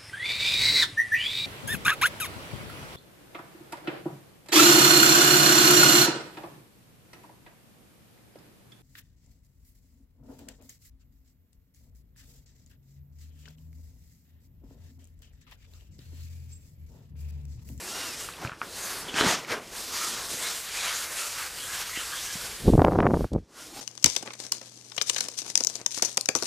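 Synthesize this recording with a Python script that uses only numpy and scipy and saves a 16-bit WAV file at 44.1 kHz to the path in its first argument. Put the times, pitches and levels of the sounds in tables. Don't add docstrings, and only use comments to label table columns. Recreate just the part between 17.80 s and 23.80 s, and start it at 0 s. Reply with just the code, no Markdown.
import sys
import numpy as np
from scipy import signal
from scipy.fft import rfft, irfft, next_fast_len
from scipy.io import wavfile
from scipy.ndimage import uniform_filter1d

SR = 44100
rng = np.random.default_rng(int(sys.argv[2]) if len(sys.argv) > 2 else 0)


def elevation(decibels):
    levels = np.asarray(decibels, float)
    return 10 ** (levels / 20)


def dump_mix(stems):
    frames = np.atleast_2d(stems).T
    limited = np.clip(frames, -1, 1)
    pcm = np.round(limited * 32767).astype(np.int16)
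    wavfile.write(sys.argv[1], SR, pcm)


N = 264732
T = np.arange(N) / SR
STEP = T[::64]


def unit(x):
    return x / np.sqrt(np.mean(x ** 2))


def curve(table):
    s, *columns = np.transpose(table)
    return [np.interp(T, s, c) for c in columns]


def colour(table, hz):
    f, db = np.transpose(table)
    return np.interp(np.log(hz), np.log(f), db)


def band(x, hz, width, order=2):
    edges = [hz - width / 2, min(hz + width / 2, .45 * SR)]
    return signal.sosfilt(signal.butter(order, edges, "band", fs=SR, output="sos"), x)


def walk(rate):
    k = int(SR / rate)
    held = np.repeat(rng.standard_normal(N // k + 1), k)
    return 1.57 * uniform_filter1d(uniform_filter1d(held, k), k)[:N]


def add(out, s, piece):
    i = int(s * SR)
    out[i:i + len(piece)] += piece[:N - i]


# (middle [s], length [s], grit peak [dB], press:
# thick drag over the grit [dB], plate ring over the grit [dB])
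STROKES = [(0.094, 0.1, -42.5, -17, -17), (0.214, 0.2, -39, -13, -3), (0.41, 0.062, -41, -21, -9),
           (0.636, 0.076, -45.5, 6.5, 3), (0.712, 0.11, -68.5, 10, 20), (0.854, 0.068, -51, 6, 5),
           (0.982, 0.1, -41, -13.5, -2), (1.077, 0.16, -39, -32, -1), (1.196, 0.067, -40.5, -21, -3),
           (1.275, 0.092, -47.5, -5, 5.5), (1.392, 0.07, -29.5, -4, 1), (1.452, 0.063, -34.5, 8.5, 5),
           (1.493, 0.085, -25.5, -5.5, -3), (1.583, 0.1, -46.5, 2, 6.5), (1.691, 0.039, -50.5, 5, 10),
           (1.723, 0.049, -36.5, 4, 8), (1.761, 0.066, -48.5, 7, 9), (1.87, .09, -54.5, 3, -5),
           (1.98, 0.069, -42, -16, -4), (2.23, 0.22, -33, -12.5, -8), (2.4, 0.14, -43, -9, 1),
                (2.54, 0.084, -34.5, -7.5, -12), (2.67, 0.14, -35.5, -15, -3.5),
                (2.95, 0.12, -37.5, -21, -2), (3.071, 0.12, -32.5, -21, 0), (3.2, 0.094, -34.5, -20, -2.5),
                (3.412, 0.22, -36, -21, -4.5), (3.608, 0.096, -41, -19, 6), (3.82, 0.16, -38, -15, -13),
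                (3.99, 0.15, -34, -22, -2), (4.228, 0.17, -35.5, -20, -5.5), (4.44, .2, -37.5, -20, -5),
                (4.66, 0.2, -38.5, -14.5, -8), (4.86, 0.1, -46, 4.5, -7), (5.771, 0.094, -63, 1, 6),
                (5.85, 0.095, -46, -9, -14), (6.0, 0.12, -42, -3.5, -9.5)]
# (time [s], grit level [dB], press [dB])
CONTACT = [(0, -45, 0), (.45, -43, -6.5), (.55, -50, 1.5), (.77, -58, 5.5), (.9, -47, -4.5),
           (1.3, -46.5, 6), (1.66, -56, 8), (1.87, -50.5, 2.5), (2.04, -41, -8), (2.8, -41.5, -14),
           (4.8, -46.5, -17.5), (4.98, -54.5, -25), (5.24, -58.5, -11), (5.43, -52.5, -14),
           (5.53, -67.5, -4), (5.67, -71.5, 14), (5.78, -51, -5), (6.0, -64, 18)]


def strokes():
    rise_share, spray_length = 0.9, 0.86
    spray_per_press = -0.3
    db, press = (c[::64] for c in curve(CONTACT))
    spray = -6.5 + spray_per_press * press + 0.19 * (db + 45.0)
    power = elevation(2 * (db + np.array([press, 0 * db - 2.5, 0 * db, spray])))
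    for s, length, db, press, ring in STROKES:
        u = 2 * (STEP - s) / length / np.where(STEP < s, rise_share, 2 - rise_share)
        bell = np.exp(-u ** 2)
        bells = [bell, bell, bell, bell ** (1 / spray_length ** 2)]
        spray = -12 + spray_per_press * press - 0.33 * (db + 37.5) + 0.16 * (ring + 4)
        power += elevation(2 * (db + np.array([[press], [ring], [0], [spray]]))) * bells
    return np.array([np.interp(T, STEP, 10 * np.log10(p)) for p in power])


RUB_HZ = (280, 1500, 5500, 12000)
RUB_WIDTH_HZ = (480, 1800, 5500, 5000)
# (frequency [Hz], level [dB])
GRIT = [(60, -14.5), (120, -8), (280, 0.5), (600, 0), (1300, 2.5), (2500, 1), (4000, 2), (7000, 3.5),
        (10000, 3), (12500, 2), (14000, -5), (15300, -8.5)]


def rub(layers_db, patchy_db=1.36, patch_rate=12.):
    per_hz = layers_db - 10 * np.log10(RUB_WIDTH_HZ)[:, None]
    size = next_fast_len(N)
    noise = rng.standard_normal(N)
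    bursts_db = 1.5 * rng.exponential(1, N) + .8 * walk(60)
    grains = rfft(n=size, x=unit(noise * elevation(bursts_db)))
    octave = np.log2(np.maximum(np.arange(len(grains)), 1) * SR / size)
    out, shared = 0, walk(19.0)
    for hz in 60 * 2 ** np.arange(0, 8.1, .25):
        place = np.interp(np.log(hz), np.log(RUB_HZ), range(4))
        k = min(int(place), 2)
        layer_db = per_hz[k] + (place - k) * (per_hz[k + 1] - per_hz[k])
        db = layer_db + colour(GRIT, hz) + 10 * np.log10(SR / 2)
        shared = 0.51 * shared + 0.82 * walk(patch_rate)
        slot = np.maximum(1 - 4 * abs(octave - np.log2(hz)), 0)
        out = out + elevation(db + patchy_db * shared) * irfft(grains * slot, size)[:N]
    return out


def pores(grit_db, count=700, under_db=-17., glide=.04):
    out = np.zeros(N)
    for s, pitch, long, bend, size in rng.random((count, 5)):
        t = T[:int(SR * (.02 + .05 * long))]
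        hz = 500 * 2 ** (4.8 * pitch) * (1 + glide * (2 * bend - 1) * t / t[-1])
        whistle = np.hanning(len(t)) * np.sin(2 * np.pi * np.cumsum(hz) / SR)
        add(out, s * N / SR, elevation(3.3 * size) * whistle)
    return out * elevation(grit_db + under_db)


# (frequency [Hz], level [dB per Hz])
AIR = [(12, -37), (20, 9.5), (128, -3), (288, -13), (316, -9), (392, -10), (500, -3.5), (650, -38),
       (1100, -120)]
# (time [s], level [dB])
DUCK = [(0, 1), (2.55, 1.5), (2.75, 3.5), (3.4, 3.5), (3.9, 4), (4.2, 2.5), (4.5, 1.5), (4.8, 4),
        (4.9, -13.5), (5.62, -15), (5.76, -5.5), (6.01, -4)]


def air():
    hz = np.maximum(np.arange(N // 2 + 1) * SR / N, 1)
    rumble = irfft(rfft(rng.standard_normal(N)) * elevation(colour(AIR, hz)), N)
    return unit(rumble) * elevation(-53 + curve(DUCK)[0] + 1.5 * walk(8.))


# (middle [s], length [s], frequency [Hz], level [dB], glide [octaves per s])
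RINGS = [(0.07, 0.038, 1700, -42, -0.8), (0.07, 0.14, 373, -47, -0.7), (0.162, .12, 1397, -41.5, 1.7),
         (0.941, 0.19, 4220, -43, 1.5), (1.06, 0.16, 6500, -41, -0.5), (1.296, 0.027, 3060, -32.5, -2),
         (1.365, 0.029, 1520, -33, -3.5), (1.394, 0.072, 3116, -24.5, 0), (1.408, 0.032, 3850, -27, 0.5),
         (1.5, 0.08, 559, -35, 0.5), (1.492, 0.25, 924, -31, -.3), (1.721, 0.059, 2020, -38, 4),
         (1.752, 0.11, 453, -34, -0.1), (1.959, 0.14, 1595, -47, 1.5), (2.171, 0.12, 4600, -38, -2),
         (2.223, 0.057, 2270, -40, 3.5), (2.25, 0.1, 1268, -38.5, -0.2), (2.309, 0.077, 3300, -36, 0),
         (2.46, 0.1, 3900, -48, -1), (2.65, 0.048, 2160, -42, 3), (2.664, 0.092, 3930, -34, 4),
         (3.005, 0.19, 2415, -36.5, 0), (3.03, 0.06, 4000, -31.5, -0.5), (3.089, 0.065, 3010, -33.5, 1.5),
         (3.122, 0.22, 1199, -40.5, 2.5), (3.158, 0.052, 6750, -33.5, 2), (3.39, 0.06, 2720, -38, -1),
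         (3.454, 0.096, 1300, -41, -.7), (3.612, 0.13, 1410, -46, 1), (3.821, 0.12, 3110, -40, 1),
         (3.92, 0.2, 1605, -40.5, 0.5), (3.96, .1, 3100, -46, 1), (4.0, 0.086, 5320, -42, 2.5),
         (4.165, 0.11, 2070, -37.5, .7), (4.186, 0.076, 2910, -36, 0.5), (4.345, 0.05, 1600, -36.5, 0.5),
         (4.377, 0.12, 3420, -38, 2.2), (4.474, 0.16, 6000, -40, 0.5), (4.63, 0.13, 1510, -43, .1),
         (5.795, 0.13, 1424, -48, .1)]
PATCHES = [(.62, .05, 770, -45, -1.5), (.64, .04, 330, -39, 0), (.652, 0.026, 1520, -38, 0),
           (1.42, .03, 402, -28, 0.5), (1.52, 0.064, 720, -34, 0), (1.739, .05, 600, -35, -6.5),
           (1.72, .04, 249, -38, 0), (2.226, .04, 1280, -37.5, 1), (2.278, .03, 1250, -36, 0),
           (2.705, .03, 1250, -40, 0.5), (2.98, .05, 2450, -42, -0.5), (3.08, 0.041, 1002, -40, 0.5),
           (3.382, .04, 2000, -40, -0.5), (3.599, 0.073, 1304, -40, 0), (3.905, .035, 1600, -36, -1),
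           (4.02, .04, 1500, -45, 1), (4.097, .025, 1200, -40, 0), (4.211, 0.085, 1350, -42, 0),
           (4.22, 0.053, 1800, -40, 0), (4.34, .05, 1200, -42.5, 1), (4.51, 0.088, 1700, -42.5, 0.5),
           (5.783, 0.026, 1450, -51, -2.5), (5.824, 0.0346, 1400, -50, -3.5), (5.98, .05, 800, -45, 1),
           (5.904, 0.13, 330, -49, 0), (.03, 0.055, 340, -44, 0.5), (3.78, 0.13, 4620, -45, -0.5),
           (1.303, .1, 3300, -43, 0)]
WHISTLES = [(0.15, .05, 5600, -46, -2), (0.2, .06, 5600, -44, 0), (.27, .03, 5900, -46, 2),
            (0.18, .1, 3800, -49, 0), (2.65, 0.045, 2150, -40, 0), (4.46, .05, 6400, -45, 1),
            (4.515, .04, 6050, -45, -1), (4.64, .08, 1500, -45, 0.5), (4.385, .04, 3350, -45, -0.5)]


def rings(grit_db, table, sharp=7., lift_db=-1.5, flicker_db=2.):
    out = np.zeros(N)
    for s, length, hz, db, glide in table:
        i, n = int(max(s - length, 0) * SR), int(2 * length * SR)
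        t = T[:n] - length
        narrow = signal.butter(2, hz / sharp / 2, fs=SR, output="sos")
        sway = signal.sosfilt(narrow, rng.standard_normal((2, 24000)))[:, -n:]
        phase = 2 * np.pi * np.cumsum(hz * 2 ** (glide * t)) / SR
        hiss = unit(sway[0] * np.cos(phase) + sway[1] * np.sin(phase))
        hiss = (hiss * np.hanning(n) ** 1.4)[:N - i]
        stroke_db = np.minimum(grit_db[i:i + n] - grit_db[int(s * SR)], 0)
        add(out, i / SR + 1e-6, elevation(db + lift_db + stroke_db) * hiss)
    return out * elevation(flicker_db * walk(45.))


# (time [s], slip rate [Hz], level [dB])
SQUEAKS = [
    [(.06, 2660, -60), (.08, 2700, -46), (.126, 2790, -43), (.165, 2820, -44), (.188, 2930, -43),
     (.21, 2790, -44), (.235, 2830, -43), (.27, 2780, -45), (.3, 2680, -43), (.335, 2430, -43),
     (.365, 2520, -45), (.38, 2600, -56), (.41, 2750, -52), (.46, 3000, -56)],
    [(1.8, 4300, -70), (1.835, 4750, -60), (1.86, 5250, -57), (1.89, 5500, -56), (1.93, 5330, -60)],
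    [(5.64, 5500, -86), (5.66, 5900, -77), (5.695, 6600, -69), (5.73, 7050, -70), (5.76, 7350, -74)],
    [(5.87, 1280, -78), (5.91, 1380, -62), (5.965, 1500, -58), (6.0, 1470, -60)],
]
# (first [dB], second [dB], higher overtones [dB], half lines [dB])
SQUEAK_TONES = [(0, -2, -30, -10), (-3, 2, -5, -4), (0, -16, -30, -60), (-18, -13, 0, -60)]


def squeaks(rough=.006, flutter_db=3.5):
    out = 0
    for table, tones in zip(SQUEAKS, SQUEAK_TONES):
        hz, db = curve(table)
        phase = 2 * np.pi * np.cumsum(hz * (1 + rough * walk(300.))) / SR
        on = (T > table[0][0]) & (T < table[-1][0])
        for k in np.arange(1, int(31000 / hz.max()) + 1) / 2:
            tone_db = tones[3 if k % 1 else min(int(k), 3) - 1]
            out = out + on * elevation(db + tone_db + flutter_db * walk(70.)) * np.sin(k * phase)
    return out


# (time [s], lowest [Hz], highest [Hz])
FILLS = [(.295, 4700, 6300), (1.225, 4700, 6300), (1.225, 11800, 13700), (2.105, 8400, 9700),
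         (2.76, 6300, 8300), (3.715, 9000, 10300), (4.755, 4200, 5200), (4.755, 5700, 6900),
         (4.755, 11200, 12400), (4.755, 13900, 15100)]


def fills():
    length_s = .046
    out, n = np.zeros(N), int(length_s * SR)
    for s, low_hz, high_hz in FILLS:
        noise = rng.standard_normal(3 * n)
        hiss = unit(band(noise, (low_hz + high_hz) / 2, high_hz - low_hz, order=6)[-n:])
        db = -43. - low_hz / 1000
        add(out, s - length_s / 2, elevation(db) * hiss * np.sqrt(np.hanning(n)))
    return np.array([out, -out])


# (time [s], ring peak [dB], ring [Hz], thud peak [dB], thud [Hz])
TAPS = [(.488, -24, 1350, -54, 200), (.525, -37, 3900, -60, 200), (.537, -32.5, 2730, -55, 200),
        (0.546, -37, 2600, -60, 200), (.568, -35.5, 3400, -60, 200), (0.649, -20.5, 1320, -21, 123),
        (.674, -26.5, 2500, -30, 149), (.695, -25.5, 1370, -50, 150), (.718, -27, 1390, -34, 150),
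        (0.727, -35, 1400, -53, 150), (.734, -35, 1500, -55, 150), (0.816, -14.5, 1315, -53, 300),
        (1.342, -21, 2600, -24, 251), (1.362, -22, 1520, -40, 250), (1.41, -11, 1260, -13, 310),
        (1.465, -20, 1360, -14, 182), (1.648, -29, 2200, -45, 400), (1.681, -33, 2300, -45, 400),
        (1.722, -22, 2210, -25, 460), (4.174, -35, 700, -27.5, 338), (4.555, -32, 755, -26, 184)]
# (time [s], level [dB], lowest [Hz], highest [Hz])
TICKS = [
    (1.677, -45, 6000, 14000),
    (5.535, -39, 3000, 8500),
]


def taps():
    t60_s, push_s, tick_s = 0.0076, 0.0004, .003
    out, t = np.zeros(N), T[:4000]
    for s, db, hz, thud_db, thud_hz in TAPS:
        fade = np.exp(-np.log(1000) * t / t60_s)
        ring = -2.5 * fade * np.sin(2 * np.pi * hz * t)
        overtone = -1.54 * np.exp(-t / 0.00062) * np.sin(2 * np.pi * 1.77 * hz * t)
        tail = 0.13 * np.exp(-t / 0.025) * unit(band(rng.standard_normal(len(t)), hz, 0.53 * hz))
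        thud = -np.exp(-t * thud_hz / 0.9) * np.sin(2 * np.pi * thud_hz * t)
        push = 1 - np.exp(-t / push_s)
        add(out, s, elevation(db) * (ring + overtone + tail) * push + elevation(thud_db + 1.0) * thud)
    for s, db, low_hz, high_hz in TICKS:
        crack = band(rng.standard_normal(len(t)), (low_hz + high_hz) / 2, high_hz - low_hz)
        swell = t / tick_s * np.exp(1 - t / tick_s * 2) * 3
        add(out, s - tick_s, elevation(db) * crack * swell)
    return out


def add_eddy(out, s, db, width_ms, turn):
    u = np.arange(-6, 6, 1000 / SR / max(width_ms, .04))
    add(out, s - 0.00582 * width_ms, elevation(db) * np.sin(0.89 * u + turn) / np.cosh(1.33 * u) ** 0.93)


def peaks(events, rise, fall):
    power = sum(elevation(2 * (db - np.maximum(rise * (s - STEP), fall * (STEP - s)))) for s, db in events)
    return np.interp(T, STEP, 10 * np.log10(power + 1e-12))


# (time [s], level [dB], whirl width [ms])
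GUST = [
    [(4.8, -44, 1.6), (4.86, -16.5, 1.05), (5.03, -27.5, 1.03), (5.1, -22.5, 0.6), (5.354, -20.5, 0.76),
     (5.374, -25, 0.72), (5.452, -20.5, 1.23), (5.48, -54, 1.6)],
    [(5.503, -53, 1.3), (5.516, -22, 1.1), (5.564, -23.5, 0.85), (5.594, -25, 1.3), (5.61, -44, 1.5),
     (5.628, -38, 1.2), (5.66, -70, 2)],
]
# (time [s], peak [dB])
SURGES = [(4.878, -16), (4.938, -8.5), (4.992, -9.5), (5.082, -19)]
# (time [s], peak [dB], width [ms])
EDDIES = [(4.8784, -10.5, 0.56), (4.8815, -8.5, 0.5), (4.895, -15, 0.41), (4.9014, -9.5, 0.72),
          (4.925, -21.8, 0.61), (4.931, -16, 0.67), (4.9363, -8.5, 0.4), (4.942, -26, 0.46),
          (4.9532, -10, 0.52), (4.979, -11.5, 0.33), (4.989, -17, 0.56), (4.9949, -9, 0.24),
          (5.0051, -16, 0.23), (5.019, -3.5, 0.32), (5.026, -24, 0.47), (5.0445, -13, 0.26),
          (5.048, -4, 0.21), (5.0576, -18.4, 0.38), (5.0655, -12.5, 0.28), (5.0719, -13.1, 0.24),
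          (5.077, -23, 0.41), (5.083, -8, 0.27), (5.0876, -19, 0.27), (5.1002, -23, 0.37),
          (5.112, -19, 0.26), (5.1214, -14.5, 0.25), (5.1297, -22, 0.38), (5.134, -20.8, 0.21),
          (5.1493, -21.3, 0.31), (5.153, -19, 0.27), (5.1576, -12.5, 0.29), (5.1622, -14, 0.34),
          (5.1767, -23, 0.49), (5.189, -6.5, 0.29), (5.1987, -12.5, 0.33), (5.2041, -11, 0.15),
          (5.2076, -26, 0.33), (5.22, -24, 0.45), (5.226, -18, 0.23), (5.23, -13.5, 0.19),
          (5.2352, -16, 0.23), (5.2431, -20, 0.22), (5.247, -17, 0.26), (5.2556, -13, 0.26),
          (5.2603, -17, 0.22), (5.2675, -7.5, 0.18), (5.2734, -21, 0.29), (5.2891, -18, 0.45),
          (5.3023, -21, 0.28), (5.308, -16.5, 0.24), (5.3167, -20, 0.35), (5.3368, -15, 0.36),
          (5.3417, -9.5, 0.25), (5.3495, -22, 0.48), (5.355, -18, 0.46), (5.3711, -16.5, 0.34),
          (5.4087, -19.2, 0.33), (5.4441, -18.5, 0.24)]
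LATE_EDDIES = [(4.887, -12.5, 0.49), (4.89, -13, .45), (5.394, -22, 0.66), (5.419, -24, .8),
               (5.536, -30, 0.3), (5.543, -26, 0.46), (5.551, -21, 0.41), (5.561, -16, 0.5),
               (5.578, -25.5, 0.58)]
# (time [s], peak [dB], width [ms])
SNAPS = [(4.9975, -8, .27), (5.019, -12, 0.13), (5.0456, -14, 0.26), (5.047, -12, 0.2),
         (5.0483, -1.5, 0.15), (5.0755, -25, .15), (5.0865, -22, 0.2), (5.118, -25, .15),
         (5.1865, -13, .24), (5.1883, -17, 0.13), (5.2041, -19, 0.13), (5.2285, -20, .18),
         (5.233, -24, .18), (5.2676, -14, .14), (5.272, -17, 0.15), (5.338, -25, .14), (5.394, -27, .3),
         (5.522, -25, 0.6), (5.55, -25, 0.45)]


def gust(rate=500., spread_s=0.00246, follow_db=-3.0):
    slow, out = np.zeros(N), np.zeros(N)
    sharp = EDDIES + LATE_EDDIES
    db, width_ms = curve(GUST[0] + GUST[1])
    db = np.maximum(db, peaks(SURGES, 703, 501))
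    wake_db = peaks([row[:2] for row in sharp], 1300., 1300.)
    db = db + 0.32 * (np.maximum(wake_db, -28.5) + 20.5)

    chance = rng.random((700, 4))
    times = GUST[0][0][0] + np.cumsum(-np.log(chance[:, 0])) / rate
    for s, (_, size, wide, turn) in zip(times, chance):
        if s < GUST[1][-1][0]:
            width = width_ms[int(s * SR)] * 2 ** (2.34 * (wide - .4))
            add_eddy(slow, s, 10. * size, width, 2 * np.pi * turn)
    slow /= np.sqrt(uniform_filter1d(slow ** 2, 1500) + .01)

    for (s, peak_db, width), draw in zip(sharp, rng.standard_normal((len(sharp), 12))):
        add_eddy(out, s, peak_db + 7.0, 1.19 * width, np.pi / 2 * np.sign(draw[0]) + .5 * draw[1])
        for late, size, wide, turn in draw[4:].reshape(2, 4):
            follow_s = s + spread_s * np.clip(abs(late) + 0.35, 0, 2.5)
            follow_width = width * 2 ** (.5 * abs(wide) + 0.12)
            add_eddy(out, follow_s, peak_db + follow_db + 1.3 * size, follow_width, 9 * turn)
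    for s, peak_db, width in SNAPS:
        add_eddy(out, s, peak_db, width, np.pi / 2 * np.sign(out[int(s * SR)]))
    flow = out + slow * elevation(db)
    return flow - 0.28 * band(flow, 140., 71, order=1)


def ripple(burst_db=8.0, burst_rate=220.0, under_db=-8.0):
    puffs = burst_db * walk(burst_rate)
    noise = rng.standard_normal((2, N))
    dull = unit(band(noise[0], 850.0, 780.0, order=4))
    bright = unit(band(noise[1], 1670.0, 1300., order=5))
    sharp = [(s, db - 19 - 33 * width) for s, db, width in EDDIES + LATE_EDDIES]
    level = elevation(peaks(sharp, 902, 1203) + under_db + puffs)
    return level * (dull + elevation(-16.5 + .5 * puffs) * bright)


def scene():
    layers_db = strokes()
    grit_db = layers_db[2]
    mono = rub(layers_db) + rings(grit_db, RINGS) + pores(grit_db)
    mono = mono + squeaks() + taps() + gust() + ripple() + air()
    mono = mono + rings(grit_db, PATCHES, sharp=8.0) + rings(grit_db, WHISTLES, sharp=44.0)
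    return np.array([mono, mono])


def roll_off(x):
    return signal.sosfilt(signal.butter(12, 15450, fs=SR, output="sos"), x)


def record(dry):
    mic_gain, rail = .74, .7
    x = signal.sosfilt(signal.butter(2, 45., "high", fs=SR, output="sos"), mic_gain * dry)
    x = np.clip(x, -rail, rail)
    x = signal.sosfilt(signal.ellip(10, .2, 80, 15350, fs=SR, output="sos"), x)
    return roll_off(x + fills())


dry = scene()
out = record(dry)
dump_mix(out)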